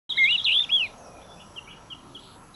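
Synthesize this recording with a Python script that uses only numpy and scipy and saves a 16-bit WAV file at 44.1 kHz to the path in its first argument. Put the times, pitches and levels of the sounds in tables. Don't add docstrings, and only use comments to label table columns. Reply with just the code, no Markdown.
import sys
import numpy as np
from scipy import signal
from scipy.fft import rfft, irfft
from scipy.io import wavfile
from scipy.ndimage import uniform_filter1d

SR = 44100
rng = np.random.default_rng(int(sys.argv[2]) if len(sys.argv) > 2 else 0)


def volts_from_db(level):
    exponent = np.asarray(level, float) / 20
    return 10 ** exponent


def transcribe(signal):
    frames = np.atleast_2d(signal).T
    limited = np.clip(frames, -1, 1)
    pcm = np.round(limited * 32767).astype(np.int16)
    wavfile.write(sys.argv[1], SR, pcm)


N = 112454

# time in seconds, pitch in Hz.
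RISING_PITCH = [(.172, 1601.5), (.183, 2175), (.242, 2086), (.262, 2183), (.282, 2379.5), (.293, 2741),
                (.33, 2961.5), (.351, 2963), (.368, 2582)]
QUAVERING_PITCH = [(.446, 4244), (.452, 3903), (.458, 3458), (.468, 2950), (.49, 2639), (.51, 2702),
                   (.56, 3351), (.61, 3610), (.632, 3640)]
ARCHING_PITCH = [(.69, 2196), (.706, 2853), (.718, 3234), (.731, 3353), (.75, 3382), (.79, 3097),
                 (.83, 2630), (.856, 2400), (.876, 2010)]
# time in seconds, level in dB.
RISING_LEVEL = [(0.169, -52.5), (0.18, -22.5), (.22, -16.5), (.242, -16), (0.263, -18.5), (.32, -21.5),
                (.343, -23), (0.358, -18.5), (0.369, -35)]
QUAVERING_LEVEL = [(0.443, -32), (0.453, -20.5), (.47, -19), (.53, -20), (.55, -20), (0.584, -17.5),
                   (.609, -19.5), (0.622, -22.5), (0.634, -40)]
ARCHING_LEVEL = [(0.69, -36.5), (0.699, -31), (0.709, -25.5), (0.733, -17.5), (.767, -19), (.8, -23),
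                 (0.833, -23), (.855, -31.5), (.878, -48.5)]
# second in dB, third in dB.
OVERTONES_DB = [(-45, -49), (-50, -51), (-44, -53)]
FLUTTER_DB = (.4, .8, .7)
# time in seconds, pitch swing in Hz, level swing in dB.
QUAVER_SWING = [(.45, 90.3, -5), (.475, 227, 3), (.545, 220, -2.5), (.58, 72, 1), (.632, 60.5, -3)]
# time in seconds, pitch in Hz, level in dB.
LEAD_IN = [(.432, 4300, -50), (.436, 5100, -49), (.439, 5750, -48), (.4425, 5900, -48), (.445, 5300, -48),
           (.449, 4100, -42)]
# time in seconds, spread in seconds, level change in dB.
SHORT_DIPS = [(.271, .004, -8), (.289, .0015, -4), (.4565, .001, -8), (.461, .001, -5), (.503, .001, -6),
              (.513, .001, -6), (.473, .001, -9), (.489, .001, -7), (.586, .0018, -12), (.6005, .0018, -13),
              (.6145, .002, -8), (.54, .001, -8), (.772, .0015, -5), (.804, .0015, -5), (.712, .002, -12),
              (.793, .002, -9)]
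# centre in Hz, width in Hz, level change in dB.
NOTCHES = [(2690, 30, -3), (3085, 35, -4), (3195, 15, -5)]
# frequency in Hz, gain in dB.
BEAK = [(4200, 0.5), (4900, 11.5), (5800, 4.5), (6600, 3.5), (7600, 1), (9000, 19), (10200, 4)]
# start in
# seconds, length in seconds, from Hz, to Hz, level in dB.
FLICKS = [(.573, .012, 3400, 2230, -42), (.589, .011, 3500, 2300, -36), (.597, .01, 2400, 1600, -47),
          (.627, 0.01, 1900, 3300, -46), (.633, 0.008, 2900, 3650, -29), (.636, 0.012, 3700, 3150, -31),
          (.643, 0.01, 3400, 2300, -36), (.69, .017, 4450, 5750, -55)]
# share of length, share of pitch, level in dB.
NEAR_SHAPE = [(0, 1.02, -11), (.19, 1.012, -9), (.26, .985, 0), (.52, .918, -2), (.62, .885, -9),
              (.7, .869, 0), (.85, .84, 1), (.9, .82, -6), (1, .74, -12)]
FAR_SHAPE = [(0, 1.01, -10), (.25, .975, 0), (.45, .925, -3), (.6, .885, 0), (.84, .855, 0), (1, .835, -14)]
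# start in seconds, length in seconds, pitch in Hz, early level in dB, late level in dB.
NEAR_CHIRPS = [(.025, .04, 3763, -40, -21), (.093, 0.04, 3875, -24.5, -26),
               (.1635, 0.035, 3940, -24.5, -24.5), (.231, 0.037, 3917, -24.5, -26),
               (.299, 0.037, 3946, -25.5, -25), (.371, .038, 3883, -23.5, -27),
               (.441, 0.039, 3900, -25.5, -24.5), (.519, 0.034, 3970, -29, -34)]
FAR_CHIRPS = [
    (1.558, 0.038, 3236, -41, -33.5),
    (1.9, 0.041, 3298, -38, -36),
    (2.146, 0.0342, 3400, -38, -42),
]
# start in seconds, length in seconds, from Hz, to Hz, level in dB.
GLIDES = [(0.136, 0.036, 2010, 2200, -50), (1.0, 0.25, 2607, 2355, -65), (1.211, 0.018, 2930, 3660, -61),
          (1.222, 0.014, 3520, 3550, -58), (1.24, 0.019, 3530, 3480, -58), (1.266, 0.033, 3540, 3480, -64),
          (1.287, .014, 3260, 3480, -61), (1.297, .03, 3410, 3500, -52.5), (1.324, .027, 3490, 3500, -52),
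          (2.33, 0.1, 768, 743, -60.5), (2.537, 0.033, 3950, 3950, -52)]
HIDDEN_CALLS = [(.825, 0.053, 4200, 3626, -52.5), (.97, 0.042, 6500, 6250, -63.5),
                (1.02, 0.053, 6200, 5170, -61.5), (1.362, 0.044, 2400, 2720, -60),
                (1.392, 0.028, 2700, 3030, -57), (1.392, 0.029, 3150, 3580, -61.5),
                (1.66, 0.052, 2150, 2785, -56), (1.683, 0.034, 2750, 3400, -55.5),
                (1.703, 0.0246, 2800, 2950, -51.5)]
# echo level in dB, build-up in seconds, 60 dB decay in seconds.
ECHOES = [
    (-21.5, 0.015, 0.3),
    (-7, 0.014, 0.42),
    (-13, 0.01, 0.3),
    (-7, .01, .15),
    (2.5, 0.005, 0.2),
]
# delay in seconds, level in dB.
TRUNKS = [(.024, -16), (.041, -17), (.079, -20)]
# centre in Hz, width in Hz, level in dB, throb in Hz, throb depth in dB.
INSECTS = [(6100, 210, -81, 30, 0), (6500, 100, -75, 14, 1.5), (7900, 72, -76, 11, 10),
           (10715, 400, -65.5, 40, 0), (9940, 690, -73.5, 60, 1)]
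# start in seconds, end in seconds, level in dB.
BOUTS = [
    (.1, .3, -72),
    (1.34, 1.6, -71),
    (2.18, 2.493, -71.5),
]
# frequency in Hz, density in dB per Hz.
AIR = [(25, -10), (140, -3), (450, -12), (1250, -11.5), (1800, -23.5), (4200, -27.5), (8800, -32.5),
       (12200, -47.5)]
# peak in seconds, spread in seconds, centre in Hz, width in Hz, level in dB.
SWELLS = [(1.093, 0.32, 650, 173, -51), (1.568, 0.055, 574, 23, -55), (2.076, 0.14, 266, 77, -53.5),
          (2.274, 0.068, 3750, 740, -53.5), (1.41, 0.16, 5350, 530, -65), (0.74, 0.13, 2800, 110, -56),
          (1.1, 0.028, 5570, 410, -64), (0.97, 1.2, 968, 100, -59.5), (0.48, 0.33, 3600, 2500, -54.5),
          (0.49, 0.36, 1900, 350, -64), (1.3, .7, 5760, 190, -65.5)]


def clock():
    return np.arange(N) / SR


def curve(rows, col=1):
    rows = np.array(rows)
    return np.interp(clock(), rows[:, 0], rows[:, col])


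def level(x, db):
    return x * volts_from_db(db) / np.sqrt(np.mean(x ** 2))


def bell(x, centre, width):
    return np.exp(-.5 * ((x - centre) / width) ** 2)


def band(hz, width_hz):
    f = np.arange(N // 2 + 1) * SR / N
    return level(irfft(rfft(rng.standard_normal(N)) * bell(f, hz, width_hz), N), 0)


def walk(rate):
    return band(0, rate)


def whistle(hz, db, span, second_db, third_db):
    t, phase = clock(), 2 * np.pi * np.cumsum(hz) / SR
    tone = np.sin(phase)
    for k, over_db in ((2, second_db), (3, third_db)):
        beak_db = np.interp(k * hz, *np.array(BEAK).T)
        patchy_db = 3 * walk(6)
        blur = .6 * walk(220)
        tone = tone + volts_from_db(over_db + beak_db + patchy_db) * np.sin(k * phase + blur)
    edge = np.clip(np.minimum(t - span[0], span[1] - t) / .003, 0, 1)
    return np.sqrt(2) * volts_from_db(db) * tone * edge ** 2


def singer():
    t, out = clock(), 0
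    start_s, period_s, slowing = .462, .0111, .026
    turns = np.log(np.maximum(1 + slowing * (t - start_s) / period_s, .1)) / slowing
    quaver = np.cos(2 * np.pi * (turns + .035 * walk(35)))
    short_dips = sum(db * bell(t, s, spread) for s, spread, db in SHORT_DIPS)
    notes = [(RISING_PITCH, RISING_LEVEL), (QUAVERING_PITCH, QUAVERING_LEVEL), (ARCHING_PITCH, ARCHING_LEVEL)]
    for k, (pitch, db) in enumerate(notes):
        hz = uniform_filter1d(curve(pitch), size=220) * (1 + .002 * walk(40))
        env = uniform_filter1d(curve(db), size=90) + FLUTTER_DB[k] * walk(122) + short_dips
        if k == 1:
            hz = hz + curve(QUAVER_SWING) * quaver
            env = env + curve(QUAVER_SWING, col=2) * quaver
        dips = sum(dip_db * bell(hz, f, width) for f, width, dip_db in NOTCHES)
        env = env + uniform_filter1d(uniform_filter1d(dips, size=80), size=80)
        out = out + whistle(hz, env, (db[0][0], db[-1][0]), *OVERTONES_DB[k])
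    arch_hz = uniform_filter1d(curve(LEAD_IN), size=60) * (1 + .01 * walk(200))
    arch_db = curve(LEAD_IN, col=2) + 0.88 * walk(150)
    return out + whistle(arch_hz, arch_db, (LEAD_IN[0][0], LEAD_IN[-1][0]), -46, -60)


def chirps(rows, shape):
    shape, out = np.array(shape).T, 0
    for s, length, hz, early_db, late_db in rows:
        share = (clock() - s) / length
        pitch = uniform_filter1d(np.interp(share, shape[0], shape[1]), size=90)
        env = uniform_filter1d(np.interp(share, shape[0], shape[2]), size=90)
        db = np.interp(share, [.3, .7], [early_db, late_db])
        out = out + whistle(hz * pitch, db + env, (s, s + length), -41, -62)
    return out


def glides(rows, overtone_db, wobble=.012):
    out, flutter_db, waver = 0, 3.5 * walk(70), 1 + wobble * walk(140)
    for s, length, hz0, hz1, db in rows:
        share = np.clip((clock() - s) / length, 0, 1)
        steep = np.clip(abs(hz1 - hz0) / 300, .25, 1)
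        hz = (hz0 + (hz1 - hz0) * share) * waver ** steep
        swell = np.sqrt(np.sin(np.pi * share) + 1e-9)
        out = out + swell * whistle(hz, db + flutter_db, (s, s + length), overtone_db, -87)
    return out


def foliage(x, db, build_s, t60):
    t = clock()[:SR]
    decay = volts_from_db(2 * walk(30)[:SR] - 60 * t / t60)
    tail = rng.standard_normal(SR) * decay * np.clip(t / build_s, 0, 1) ** 2
    return x + volts_from_db(db) * signal.fftconvolve(x, tail / np.sqrt(np.sum(tail ** 2)))[:N]


def trunk_echoes(x):
    return volts_from_db(3.3 * walk(97)) * sum(volts_from_db(db) * np.roll(x, int(s * SR)) for s, db in TRUNKS)


def frog():
    t, clicks = clock()[:4000], np.zeros(N)
    peak_s, purrs_hz, pulses_hz, duty = 1.555, 8.05, 64.4, 0.42
    k = np.arange(-99, 59)
    when = peak_s + k / pulses_hz
    turn = (k / pulses_hz * purrs_hz + .5) % 1 - .5
    purr = bell(turn, 0, duty / 2 + 0.0062)
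    clicks[(when * SR).astype(int)] = purr * volts_from_db(-5 * (k % 2) + 0.4 * rng.standard_normal(len(k)))
    throat_hz, t60_s = 1321, 0.036
    ring = np.sin(2 * np.pi * throat_hz * t) * volts_from_db(-60 * t / t60_s) * (1 - np.exp(-t / 0.005))
    return level(signal.fftconvolve(clicks, ring)[:N], -61)


def insects():
    t, out = clock(), 0
    pause_s, hold_s, resume_s = 1.74, .16, .35
    pause_db = -6 * (t > pause_s) * np.clip(1 - (t - pause_s - hold_s) / resume_s, 0, 1)
    for hz, width, db, rate, throb_db in INSECTS:
        high = hz > 9000
        depth_db = min(abs(throb_db), 1.5 / (1 + high))
        out = out + volts_from_db(db + depth_db * walk(rate) + walk(1.5) + pause_db * high) * band(hz, width)
    gate = sum(volts_from_db(db) * ((t > a) & (t < b)) for a, b, db in BOUTS)
    return out + uniform_filter1d(gate, size=900) * band(7710, 200)


def air():
    t, out, shape, gust = clock(), 0, np.array(AIR).T, walk(0.17)
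    for hz in 30 * 2 ** np.arange(0, 8.8, 1 / 3):
        db = np.interp(np.log(hz), np.log(shape[0]), shape[1]) + 10 * np.log10(hz)
        out = out + volts_from_db(db + 0.33 * gust + 2.07 * walk(3.6)) * band(hz, hz * 0.14)
    hum_hz, hum_db = 31.7, -64.5
    out = level(out, -50.5) + np.sqrt(2) * volts_from_db(hum_db + walk(3)) * np.sin(2 * np.pi * hum_hz * t)
    for s, spread, hz, width, db in SWELLS:
        swell = np.exp(-.5 * np.abs((t - s) / spread) ** 3)
        out = out + volts_from_db(db + walk(20)) * swell * band(hz, width)
    return out


def scene():
    far = chirps(FAR_CHIRPS, FAR_SHAPE)
    tilted = [(s, length, hz, early + 3, late - 6) for s, length, hz, early, late in FAR_CHIRPS]
    back = chirps(tilted, FAR_SHAPE)
    birds = [singer() + glides(FLICKS, -27),
             chirps(NEAR_CHIRPS, NEAR_SHAPE),
             back + trunk_echoes(back),
             glides(GLIDES, -74),
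             glides(HIDDEN_CALLS, -55, wobble=.035)]
    echoed = sum(foliage(bird, *echo) for bird, echo in zip(birds, ECHOES))
    direct = far - back
    return (echoed + direct + frog() + insects() + air())[None]


def band_limit(x):
    return signal.sosfilt(signal.butter(12, 13930, fs=SR, output="sos"), x)


def record(dry):
    f = np.arange(N // 2 + 1) * SR / N
    dip_db = -15 * np.exp(-.5 * ((f - 8780) / 300) ** 4)
    top_db = -40 * np.clip((f - 11550) / 300, 0, 1)
    drive = 1.6
    heard = np.tanh(drive * irfft(rfft(dry) * volts_from_db(dip_db + top_db), N)) / drive
    loudness = uniform_filter1d(np.abs(heard), size=400)
    fizz = volts_from_db(-58 + 3.7 * walk(20)) * np.maximum(loudness - .012, 0) * band(13200, 700)
    start_s = .092
    return band_limit((heard + fizz) * np.clip((clock() - start_s) / 0.001, 0, 1))


dry = scene()
out = record(dry)
transcribe(out)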